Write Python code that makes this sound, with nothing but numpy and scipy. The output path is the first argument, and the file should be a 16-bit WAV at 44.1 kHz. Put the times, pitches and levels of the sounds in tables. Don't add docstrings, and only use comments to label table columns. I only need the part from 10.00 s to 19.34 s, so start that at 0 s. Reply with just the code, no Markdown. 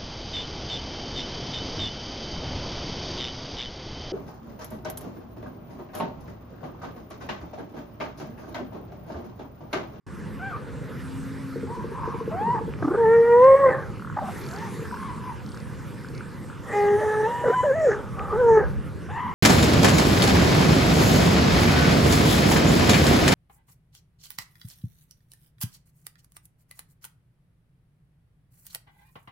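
import sys
import numpy as np
from scipy import signal
from scipy.fft import rfft, irfft
from scipy.io import wavfile

SR = 44100
rng = np.random.default_rng(int(sys.argv[2]) if len(sys.argv) > 2 else 0)


def generate_wav(sig):
    pcm = np.round(np.clip(np.atleast_2d(sig).T, -1, 1) * 32767).astype(np.int16)
    wavfile.write(sys.argv[1], SR, pcm)


N = 411894
TIME = np.arange(N) / SR
CUTOFF_HZ = 14900
SNAP_GAP_S = .0263
ROUGH_SMEAR_RAD = .52


def from_db(db):
    return 10 ** (np.asarray(db) / 20)


def rms_one(x):
    return x / np.sqrt(np.mean(x ** 2) + 1e-20)


def in_time(rows, t=TIME):
    time_s, *columns = np.transpose(rows)
    return [np.interp(t, time_s, column) for column in columns]


def at_hz(points, hz):
    freq_hz, value = np.transpose(points)
    return np.interp(np.log(hz), np.log(freq_hz), value)


def drift(rate_hz, size=N):
    r = np.exp(-20 * np.pi * rate_hz / SR)
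    slow = signal.lfilter([1], [1, -2 * r, r * r], rng.standard_normal(size // 10 + 8002))[8000:]
    return np.interp(np.arange(size) / 10, np.arange(len(slow)), rms_one(slow))


def butter(x, hz, kind, order=2):
    return signal.sosfilt(signal.butter(order, hz, kind, fs=SR, output="sos"), x)


def resonate(x, hz, width_hz):
    r = np.exp(-np.pi * width_hz * np.sqrt(2) / SR)
    g = (1 - r * r) / 2
    return signal.sosfilt([[g, 0, -g, 1, -2 * r * np.cos(2 * np.pi * hz / SR), r * r]] * 2, x)


def resonate_moving(x, hz, width_hz):
    turn = np.exp(2j * np.pi * np.cumsum(hz) / SR)
    r = np.exp(-np.pi * width_hz * np.sqrt(2) / SR)
    return 2 * np.real(turn * signal.lfilter([(1 - r) ** 2], [1, -2 * r, r * r], x / turn))


def envelope(start_s, end_s, rise_s, fall_s):
    away = np.maximum((start_s - TIME) / rise_s, (TIME - end_s) / fall_s)
    return from_db(-20 * np.clip(away, 0, 10))


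def power_sum(gains):
    return np.sqrt(sum(gain ** 2 for gain in gains))


def swells(rows):
    return power_sum(from_db(db) * envelope(s, s, rise_s, fall_s) for s, db, rise_s, fall_s in rows)


def call_span(start_s, end_s, fade_s):
    inside = np.minimum(TIME - start_s, end_s - TIME) / fade_s + 1
    at = np.flatnonzero(inside > 0)
    return at, np.minimum(inside[at], 1)


def pulse_run(first_s, last_s, gap_s, db):
    times = np.linspace(first_s, last_s, 1 + int(round(abs(last_s - first_s) / gap_s)))
    return np.column_stack([times, db + rng.standard_normal(len(times))])


def strike(pulses, modes, band_hz):
    time_s, level_db = np.transpose(pulses)
    spread_db = 2 * rng.standard_normal((len(time_s), len(modes)))
    out = np.zeros(N)
    for k, (hz, mode_db, t60_s) in enumerate(modes):
        clicks = np.full(N, 1e-18)
        clicks[(time_s * SR).astype(int)] = (-1) ** k * from_db(level_db + mode_db + spread_db[:, k])
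        r, w = np.exp(-np.log(1000) / (t60_s * SR)), 2 * np.pi * hz / SR
        out += signal.lfilter([0, np.sin(w)], [1, -2 * r * np.cos(w), r * r], clicks)
    return butter(out, band_hz, "band", order=3)


def folds(pitch_hz, rough, jitter, shimmer, flutter_hz):
    size = len(pitch_hz)
    phase = 2 * np.pi * np.cumsum(pitch_hz * (1 + jitter * rough * drift(160, size))) / SR
    flutter = np.sin(2 * np.pi * np.cumsum(flutter_hz * (1 + .392 * drift(30, size))) / SR)
    depth = shimmer * rough
    strength = (1 + depth * (flutter + .48 * drift(62, size))) / np.sqrt(1 + depth ** 2)
    return phase, strength


# freq_hz, correlation
PORT_LIKENESS = [(30, .92), (130, .86), (400, 0.72), (1000, 0.72), (2500, .97), (5500, .85), (12000, .5)]


def banded_noise(spectrum, flicker_db):
    edges_hz = np.geomspace(spectrum[0][0], min(spectrum[-1][0], CUTOFF_HZ), 13)
    white, out = rng.standard_normal((2, 2, N)), 0
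    for k, band_hz in enumerate(zip(edges_hz, edges_hz[1:])):
        mid, side = butter(white[k % 2], band_hz, "band")
        hz = np.sqrt(band_hz[0] * band_hz[1])
        alike = at_hz(PORT_LIKENESS, hz)
        gain = from_db(at_hz(spectrum, hz) + flicker_db * drift(8))
        out = out + gain * (np.sqrt(1 + alike) * mid + np.sqrt(1 - alike) * side * [[1], [-1]])
    return rms_one(out)


# freq_hz, gain_db
SURF_SPECTRUM = [(22, -25.5), (50, 0.5), (90, 0.5), (160, 3.5), (230, -4.5), (320, -8), (400, -13),
                 (490, -8), (570, -44), (690, -37.5)]
# time_s, level_db
SURF_LEVEL = [(0.35, -40), (1.66, -39.5), (2.81, -36.5), (3.36, -39), (7.96, -40.5), (8.83, -38),
              (9.2, -38.5)]
SEA_PAN = from_db([[-.6], [.6]])


def surf(gain_db):
    level_db, = in_time(SURF_LEVEL)
    return SEA_PAN * from_db(gain_db + level_db) * banded_noise(SURF_SPECTRUM, flicker_db=2)


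# start_s, top_s, end_s, start_hz, top_hz, end_hz, fundamental_db, overtones_db,
# tilt_db_per_overtone, base_roughness
PUP_CALLS = [(0.398, 0.468, .53, 696, 808, 702, -35.5, -37, -5, .12),
             (0.52, 0.537, .578, 1263, 1237, 1153, -30.5, -43, -4, 0.4),
             (1.675, 1.747, 1.85, 823, 987, 980, -33.5, -59, 0, 0.4),
             (1.908, 2.07, 2.23, 900, 1051, 999, -31, -60, -2, 1.1),
             (2.303, 2.312, 2.33, 830, 838, 900, -36.5, -58, 0, 0.8),
             (2.317, 2.536, 2.555, 610, 998, 928, -22, -43.5, 1, .16),
             (2.547, 2.552, 2.6, 925, 913, 853, -23.5, -43, -6, 0.6),
             (4.168, 4.174, 4.31, 809, 830, 734, -29, -61.5, -0.5, 0.6),
             (4.509, 4.64, 4.69, 637, 928, 834, -34.5, -44, 1.5, .5),
             (4.925, 4.926, 4.96, 956, 1018, 980, -29.5, -58, 0, .3),
             (4.947, 5.083, 5.19, 1080, 1052, 980, -34, -44, 1, .6),
             (5.196, 5.3, 5.335, 1047, 1004, 911, -33, -48, -4, 0.6),
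             (9.093, 9.263, 9.34, 780, 1011, 962, -27.5, -36.5, 1, .62)]
# freq_hz, gain_db
PUP_THROAT = [(1300, 7.5), (1620, 3.5), (1900, -0.5), (2100, -10), (2350, -6.5), (2650, -13.5),
              (3050, -17.5), (3380, -13), (3600, -34), (3900, -47)]
# freq_hz, width_hz, gain_db
PUP_AIR_MODES = [(1056, 215, 2.5), (1510, 100, -6)]


def pups(gain_db, rise_power, hoarse_db, swell_db=11, fade_db=8):
    out = np.zeros(N)
    for start_s, top_s, end_s, start_hz, top_hz, end_hz, *timbre in PUP_CALLS:
        first_db, upper_db, tilt_db, base_rough = timbre
        at, gate = call_span(start_s, end_s, fade_s=.006)
        before = np.interp(TIME[at], [start_s, top_s], [1, 0])
        after = np.interp(TIME[at], [top_s, end_s], [0, 1])
        pitch_hz = top_hz - (top_hz - start_hz) * before ** rise_power - (top_hz - end_hz) * after
        pitch_hz *= 1 + .012 * drift(22, len(at))
        gate *= from_db(-swell_db * before ** 2 - fade_db * after + 1.5 * drift(25, len(at)))
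        rough = np.clip(base_rough + .25 * before ** 4 + .7 * after ** 2, 0, 1)
        phase, strength = folds(pitch_hz, rough, jitter=.07, shimmer=.3, flutter_hz=70)
        smeared = phase + ROUGH_SMEAR_RAD * rough * drift(120, len(at))
        noise = rng.standard_normal(len(at))
        air = rms_one(sum(from_db(db) * resonate(noise, hz, width) for hz, width, db in PUP_AIR_MODES))
        hoarse = from_db(hoarse_db) * rough
        tone = from_db(first_db) * np.sin(phase) + from_db(max(first_db, upper_db)) * hoarse * air
        tone /= np.sqrt(1 + 2 * hoarse ** 2)
        upper = sum(from_db(at_hz(PUP_THROAT, k * pitch_hz) + tilt_db * (k - 2)) * np.sin(k * smeared)
                    for k in (2, 3, 4))
        out[at] += gate * strength * (tone + from_db(upper_db) * upper)
    return np.sqrt(2) * from_db(gain_db) * out


def cliff_echo(x, lowpass_hz, t60_s=.4, delay_s=.015):
    t = TIME[:SR // 2]
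    scatter = rng.standard_normal((2, len(t))) * np.exp(-np.log(1000) * t / t60_s) * (t > delay_s)
    scatter /= np.sqrt((scatter ** 2).sum(1, keepdims=True))
    return signal.fftconvolve(butter(x, lowpass_hz, "low")[None], scatter, axes=1)[:, :N]


# start_s, end_s, level_db, resonance_hz
BULL_GROWLS = [(0.554, 0.901, -45, 475), (4.45, 4.854, -43, 399)]


def bull_growls(width_hz, fade_s):
    out = np.zeros(N)
    for start_s, end_s, db, hz in BULL_GROWLS:
        growl = rms_one(resonate(rng.standard_normal(N), hz, width_hz))
        out += from_db(db) * envelope(start_s, end_s, fade_s, fade_s) * growl
    return out


# start_s, end_s, hiss_db, rise_s
WAVES = [(1.02, 1.283, -58, 0.25), (4.269, 4.649, -52.5, 0.089), (5.837, 5.95, -60, 1)]
# freq_hz, gain_db
WASH_SPECTRUM = [(720, -15), (850, 4), (1100, 4.5), (1550, 3), (2000, -1.5), (2800, -8.5), (4000, -19),
                 (6000, -19)]
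HISS_SPECTRUM = [(2060, -31), (3500, -3.5), (3950, -4.5), (4400, -3.5), (5810, -6), (7220, -4.5),
                 (8760, -5), (9420, -7), (12400, -8), (14800, -23)]


def waves(calm_wash_db, calm_hiss_db, wash_over_hiss_db, fall_s):
    swell = power_sum(from_db(db) * envelope(start_s, end_s, rise_s, fall_s)
                      for start_s, end_s, db, rise_s in WAVES)
    wash_gain = power_sum([from_db(calm_wash_db), from_db(wash_over_hiss_db) * swell])
    wash = wash_gain * banded_noise(WASH_SPECTRUM, flicker_db=3)
    hiss = power_sum([from_db(calm_hiss_db), swell]) * banded_noise(HISS_SPECTRUM, flicker_db=3)
    return SEA_PAN * wash + hiss


def bull_moan(start_s, end_s, top_hz, arch, level_db):
    at, gate = call_span(start_s, end_s, fade_s=.035)
    pitch_hz = top_hz * (1 - arch * np.linspace(-1, 1, len(at)) ** 2)
    phase, strength = folds(pitch_hz, rough=.15, jitter=.1, shimmer=.8, flutter_hz=30)
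    out = np.zeros(N)
    out[at] = np.sqrt(2) * from_db(level_db) * gate * strength * np.sin(phase)
    return out


# first_s, last_s, gap_s, level_db
KNOCK_RUNS = [(1.558, 1.913, .072, -27.5), (2.075, 2.677, .067, -25), (4.764, 4.85, .029, -32.5)]
# freq_hz, gain_db, t60_s
KNOCK_MODES = [(373.6, 11.5, 0.044), (389.3, 5.5, 0.083), (455.4, 7.5, 0.094), (490, -3, 0.011)]


def throat_knocks(gain_db):
    pulses = np.vstack([pulse_run(*run) for run in KNOCK_RUNS])
    return from_db(gain_db) * strike(pulses, KNOCK_MODES, band_hz=(270, 580))


# time_s, level_db
SMACKS = [(2.737, -27.5), (2.7886, -35), (8.194, -23.5)]
# freq_hz, gain_db, t60_s
SMACK_MODES = [(1250, 2.5, .008), (1900, -2, .005), (2450, -6, 0.0098), (3120, -11, .005)]


def smacks():
    return strike(SMACKS, SMACK_MODES, band_hz=(1000, 3400))


# time_s, resonance_hz
MOUTH_OPENING = [(2.9, 1223), (3.04, 1820), (3.35, 1905), (3.5, 2084), (3.62, 2080), (3.69, 1990),
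                 (3.72, 1826), (3.82, 1653), (3.92, 1180), (4.3, 1200), (6.66, 1830), (6.73, 2260),
                 (6.85, 2140), (6.95, 1903), (7.13, 1703), (7.28, 1814), (7.5, 1760), (7.7, 1674),
                 (7.78, 1880), (7.9, 1740), (8.0, 1380), (8.1, 1204), (8.33, 1203), (8.4, 1484),
                 (8.5, 1730), (8.6, 1660), (8.7, 1452)]


def mouth_resonance_hz(t):
    return in_time(MOUTH_OPENING, t)[0]


# ratio_to_resonance, gain_db
MOUTH_RESPONSE = [(.55, -9), (.75, -7.5), (.88, 4), (1, -1.5), (1.08, -10.5), (1.15, -14), (1.26, -26),
                  (1.45, -30.5), (2.0, -58), (3, -81.5)]


def mouth_gain_db(hz, t):
    return at_hz(MOUTH_RESPONSE, hz / mouth_resonance_hz(t))


# centre_s, length_s, level_db, pitch_hz, relative_puff_db
GRUNTS = [(2.828, .013, -20.5, 347, -5), (2.853, .024, -16.5, 288.5, -18), (2.883, .022, -15.5, 304, -14),
          (2.916, .028, -17.5, 358, -22), (2.951, .024, -15, 414, -19.5), (4.174, 0.02, -21, 829, -7.5),
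          (4.19, .018, -22.5, 860, -8), (4.228, 0.026, -28.5, 605, -15), (4.29, .03, -31, 806, -5),
          (7.027, 0.048, -25, 605, -26), (7.444, .014, -17.5, 577, -14.5), (7.464, 0.024, -15, 506, -32.5),
          (7.483, 0.02, -12, 471, -17.5), (7.505, .022, -12, 467, -24.5), (7.638, .018, -18, 520, -13.5),
          (8.632, .036, -22.5, 525, -8.5)]


def grunts(octave_db, overtone_db):
    out = np.zeros(N)
    for centre_s, length_s, db, hz, puff_db in GRUNTS:
        at = np.flatnonzero(np.abs(TIME - centre_s) < length_s / 2)
        phase = 2 * np.pi * np.cumsum(hz * (1 + .052 * drift(200, len(at)))) / SR
        upper = sum(from_db(mouth_gain_db(k * hz, centre_s)) * np.sin(k * phase) for k in range(3, 7))
        tone = np.sin(phase) + from_db(octave_db) * np.sin(2 * phase) + from_db(overtone_db) * upper
        noise = rng.standard_normal(len(at))
        air = resonate(noise, 770, 450) + resonate(noise, mouth_resonance_hz(centre_s), 160)
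        puff = from_db(puff_db) * rms_one(butter(air, 1900, "low", order=6))
        opening = np.cos(np.pi * (TIME[at] - centre_s) / length_s)
        out[at] += from_db(db) * opening * (tone + opening ** 2 * puff)
    return out


# start_s, end_s, level_db
RASPS = [(2.84, 3.85, -37.5), (6.71, 7.54, -36), (7.63, 8.04, -39.5), (8.2, 8.65, -38)]
# peak_s, peak_db
RASP_FLARES = [(2.94, -29.5), (3.6, -36), (3.71, -23), (6.715, -31.5), (7.028, -31), (7.48, -33),
               (7.91, -29), (8.199, -32.5), (8.328, -28), (8.595, -24.5), (8.645, -42)]
# freq_hz, width_hz, gain_db
THROAT_MODES = [(453, 194, 0), (770, 120, -3), (1185, 110, -4.5)]


def rasp(flap_hz, mouth_db, mouth_width_hz, puff_decay):
    stretches = RASPS + [(s, s, db) for s, db in RASP_FLARES]
    level = power_sum(from_db(db) * envelope(start_s, end_s, rise_s=.078, fall_s=.12)
                      for start_s, end_s, db in stretches)
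    cycle = np.cumsum(flap_hz * (1 + .35 * drift(50))) / SR % 1
    puffs = np.exp(-puff_decay * cycle) * rng.standard_normal(N)
    throat = sum(from_db(db) * resonate(puffs, hz, width) for hz, width, db in THROAT_MODES)
    mouth_hz = mouth_resonance_hz(TIME)
    bank_hz = np.linspace(1100, 1900, 9)
    mouth = sum(np.interp(mouth_hz, bank_hz, share) * resonate(puffs, hz, mouth_width_hz)
                for hz, share in zip(bank_hz, np.eye(len(bank_hz))))
    growl = butter(throat + from_db(mouth_db) * mouth, 2070, "low", order=6)
    return level * rms_one(growl)


def bellow_tone(curve, base_rough, breaking_s, broken_s, gain_db, half_order_db, settle_s=.02):
    start_s, end_s = curve[0][0], curve[-1][0]
    at, gate = call_span(start_s, end_s, fade_s=.012)
    t, size = TIME[at], len(at)
    pitch_hz, first_db, octave_db, upper_db = in_time(curve, t)
    pitch_hz *= 1 + .003 * drift(14, size)
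    rough = base_rough + .12 * np.exp((start_s - t) / settle_s)
    rough += np.interp(t, [breaking_s, broken_s], [0, .5])
    phase, strength = folds(pitch_hz, rough, jitter=.05, shimmer=.7, flutter_hz=45)
    orders = np.arange(3, 11)[:, None]
    weights = from_db(mouth_gain_db(orders * pitch_hz, t) + [3.5 * drift(12, size) for _ in orders])
    smeared = phase + (.04 + ROUGH_SMEAR_RAD * rough) * drift(70, size)
    upper = (weights * np.sin(orders * smeared)).sum(0) / np.sqrt((weights ** 2).sum(0))
    upper *= from_db(1.8 * drift(45, size))
    octave = from_db((.7 + 6 * rough) * drift(35, size)) * np.sin(2 * phase)
    first = np.sin(phase) + from_db(half_order_db) * rough * np.sin(1.5 * phase)
    tone = from_db(first_db) * first + from_db(octave_db) * octave + from_db(upper_db) * upper
    out = np.zeros(N)
    out[at] = np.sqrt(2) * from_db(gain_db) * gate * strength * tone
    return out


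# time_s, pitch_hz, fundamental_db, octave_db, overtones_db
LONG_TONE = [(2.98, 468.6, -20.5, -36, -46.5), (2.998, 465.7, -17, -27, -50.5),
             (3.06, 442, -16.5, -24, -33), (3.151, 463.7, -12.5, -30.5, -28.5),
             (3.21, 458.7, -12.5, -35, -40), (3.27, 472, -19.5, -32, -33.5), (3.33, 472, -12, -22.5, -31.5),
             (3.4, 494, -12.5, -21, -43.5), (3.452, 526.4, -9, -16, -41), (3.5, 538.8, -10.5, -18, -36.5),
             (3.552, 536, -10, -23, -39.5), (3.572, 556, -24.5, -28.5, -41),
             (3.64, 549.6, -16.5, -23.5, -40.5), (3.665, 529.4, -13.5, -25.5, -36),
             (3.692, 511.4, -16, -29, -30.5), (3.715, 514, -29, -42, -37), (3.77, 538, -29.5, -37, -42.5),
             (3.801, 540.3, -37.5, -40, -43)]
SHORT_TONES = [
    [(6.73, 407.5, -34, -33, -33), (6.768, 411.6, -23, -23.5, -36.5), (6.85, 407.6, -19.5, -25.5, -37.5),
     (6.955, 412.6, -16.5, -30.5, -38.5), (6.995, 426.2, -27.5, -33, -39.5), (7.08, 427, -22, -29.5, -37),
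     (7.135, 425.5, -26, -31, -31.5), (7.195, 431, -22.5, -28.5, -35.5), (7.24, 435, -22, -35, -32),
     (7.262, 441, -25.5, -30, -38.5), (7.285, 483, -30, -38, -49), (7.31, 492, -32.5, -46, -48)],
    [(7.52, 705, -32.5, -48, -51), (7.542, 779, -29.5, -28, -57), (7.552, 805, -40, -35, -54)],
    [(7.648, 617.4, -20, -51, -45), (7.675, 559.7, -20, -45, -37), (7.715, 519.6, -15.5, -40, -32),
     (7.738, 566, -29, -54, -37.5), (7.76, 648.5, -25, -48, -43), (7.8, 648, -24, -39, -37.5),
     (7.84, 624.7, -20, -53, -45), (7.88, 491, -11, -49, -36), (7.9, 426.3, -18.5, -45, -29.5),
     (7.925, 402, -27.5, -52, -31.5), (8.0, 419, -36.5, -56, -47.5)],
    [(8.335, 420.2, -25, -41.5, -44), (8.36, 425.5, -23, -27.5, -45.5), (8.385, 501.2, -23, -42, -37),
     (8.41, 508, -17, -31, -31.5), (8.435, 472.5, -17, -30, -40), (8.514, 451.2, -12, -20.5, -37),
     (8.55, 441, -16, -22.5, -37.5), (8.583, 426, -9.5, -22.5, -27.5), (8.6, 413, -18, -37, -35),
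     (8.62, 402, -31, -40.5, -44)],
]
HIGH_TONE = [(7.25, 862, -31, -56, -56), (7.289, 934, -30.5, -52, -52), (7.324, 952, -28.5, -58, -57),
             (7.43, 965, -30.5, -54, -56), (7.484, 981, -31.5, -54, -60), (7.55, 1014, -24, -53, -49),
             (7.605, 998, -18.5, -37.5, -48.5), (7.625, 1018, -30, -51, -52), (7.66, 997, -30, -53, -54)]
# base_roughness, breaking_s, broken_s
TONE_BREAKS = [(.03, 3.43, 3.8), (.06, 6.9, 7.8), (.2, 7.54, 7.6), (.22, 7.82, 7.95), (.17, 8.55, 8.63),
               (.16, 7.62, 7.75)]


def bellows():
    curves = [LONG_TONE, *SHORT_TONES, HIGH_TONE]
    return sum(bellow_tone(curve, *break_up, gain_db=-.18, half_order_db=-24)
               for curve, break_up in zip(curves, TONE_BREAKS))


# peak_s, peak_db, rise_s, fall_s
BREATHS = [(3.42, -58.5, 0.93, 0.86), (6.75, -52, 0.18, 1), (7.12, -53.5, 0.7, 1.8), (8.45, -57, 0.47, .25)]
# freq_hz, gain_db
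BREATH_SPECTRUM = [(2060, -20.5), (3000, 3), (3700, -1.5), (4310, -11.5), (6090, -2.5), (7540, -6.5),
                   (9340, -6.5), (13400, -11.5), (14500, -24)]


def breath():
    return swells(BREATHS) * banded_noise(BREATH_SPECTRUM, flicker_db=2.5)


# first_s, last_s, level_db
TICK_RUNS = [(3.4436, 3.4436, -43), (4.4143, 4.586, -39), (5.4625, 5.6017, -42), (6.086, 6.086, -41),
             (6.1494, 6.1784, -40), (8.1913, 8.1913, -47)]
# freq_hz, gain_db, t60_s
TICK_MODES = [(4300, 7, 0.0033), (4560, 2.5, 0.013), (5270, -4, 0.015), (6470, -2, .007),
              (7300, -9, 0.0066)]


def ticks(gain_db):
    pulses = np.vstack([pulse_run(first_s, last_s, SNAP_GAP_S, db) for first_s, last_s, db in TICK_RUNS])
    return from_db(gain_db) * strike(pulses, TICK_MODES, band_hz=(3700, 8500))


# start_s, end_s, level_db, start_hz, end_hz, unscaled_width_hz
AIR_PUSHES = [(3.476, 3.65, -63, 8380, 8000, 1098), (6.685, 6.73, -58, 8750, 7700, 1000),
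              (6.73, 6.79, -55, 7100, 6000, 1200), (6.77, 6.839, -57, 5100, 4500, 700),
              (6.852, 7.249, -61, 6440, 5900, 650), (6.954, 7.211, -57.5, 9400, 8850, 1000),
              (7.319, 7.82, -59, 7560, 6700, 1100), (7.578, 7.642, -55, 7500, 7260, 1500),
              (7.829, 7.92, -51.5, 7100, 6400, 1000), (7.817, 7.93, -61, 5500, 5400, 300),
              (8.487, 8.562, -53.5, 6500, 6270, 1090)]


def air_pushes(width_scale):
    out = np.zeros(N)
    for start_s, end_s, db, start_hz, end_hz, width in AIR_PUSHES:
        at, gate = call_span(start_s, end_s, fade_s=.2)
        centre_hz = np.interp(TIME[at], [start_s, end_s], [start_hz, end_hz])
        whistle = rms_one(resonate_moving(rng.standard_normal(len(at)), centre_hz, width_scale * width))
        out[at] += from_db(db) * gate * envelope(start_s, end_s, rise_s=.053, fall_s=.09)[at] * whistle
    return out


# first_s, last_s, level_db, ring_hz
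CREAK_RUNS = [(3.944, 3.969, -35, 1300), (3.995, 4.124, -28.5, 1330), (4.149, 4.149, -35, 1400),
              (4.8524, 4.8524, -28, 1500), (4.911, 4.94, -27, 1450), (4.97, 5.0278, -31, 1520),
              (5.5423, 5.5714, -31, 1450), (6.0455, 6.0455, -30, 1450), (6.2066, 6.2066, -29, 1450),
              (6.499, 6.528, -33, 1450)]
# ratio_to_ring, gain_db, t60_s
CREAK_MODES = [(.78, 4, 0.0063), (1, 5.5, 0.01), (1.13, -1.5, .013)]


def creaks(gain_db):
    out = np.zeros(N)
    for first_s, last_s, db, ring_hz in CREAK_RUNS:
        modes = [(ratio * ring_hz, mode_db, t60_s) for ratio, mode_db, t60_s in CREAK_MODES]
        pulses = pulse_run(first_s, last_s, SNAP_GAP_S, db)
        out += strike(pulses, modes, band_hz=(.68 * ring_hz, 1.22 * ring_hz))
    return from_db(gain_db) * out


# peak_s, peak_db, rise_s, fall_s
GUSTS = [(7.2, -54.5, 0.45, 0.71), (8.72, -27.5, 1.0, 0.36)]
# freq_hz, gain_db
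GUST_SPECTRUM = [(25, -10.5), (50, -0.5), (90, -7.5), (160, -10), (300, -32.5)]


def gusts():
    return swells(GUSTS) * banded_noise(GUST_SPECTRUM, flicker_db=1.5)


def scene():
    voice = bellows() + rasp(flap_hz=109.2, mouth_db=1, mouth_width_hz=122, puff_decay=.71)
    voice += grunts(octave_db=-24.5, overtone_db=-15)
    colony = pups(gain_db=-2.5, rise_power=1.4, hoarse_db=-6)
    colony += throat_knocks(gain_db=-8) + bull_growls(width_hz=80, fade_s=.3)
    colony += bull_moan(start_s=1.03, end_s=1.69, top_hz=269.5, arch=.046, level_db=-40)
    snaps = smacks() + creaks(gain_db=-1) + ticks(gain_db=-2.5)
    echo = cliff_echo(from_db(-21) * voice + from_db(-9.5) * (colony + snaps), lowpass_hz=2500)
    air = breath() + air_pushes(width_scale=.91)
    sea = surf(gain_db=4) + waves(calm_wash_db=-48.5, calm_hiss_db=-62, wash_over_hiss_db=8, fall_s=1.3)
    return voice + air + snaps + colony * from_db([[.6], [-.6]]) + echo + sea + gusts()


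# freq_hz, left_lead_rad
PORT_PHASE = [(30, 3.1), (60, 2.5), (90, 1.55), (130, 1.0), (200, .2), (400, .25), (1000, .36), (2000, -.1),
              (5000, 0)]


def record(dry):
    lead_rad = at_hz(PORT_PHASE, np.fft.rfftfreq(N, 1 / SR) + 1)
    heard = irfft(rfft(dry) * np.exp(.5j * lead_rad * [[1], [-1]]), N)
    fade_in = np.clip((TIME - .064) / .003, .01, 1)
    lowpass = signal.ellip(10, .2, 80, CUTOFF_HZ, fs=SR, output="sos")
    return signal.sosfilt(lowpass, heard * fade_in)


dry = scene()
out = record(dry)
generate_wav(out)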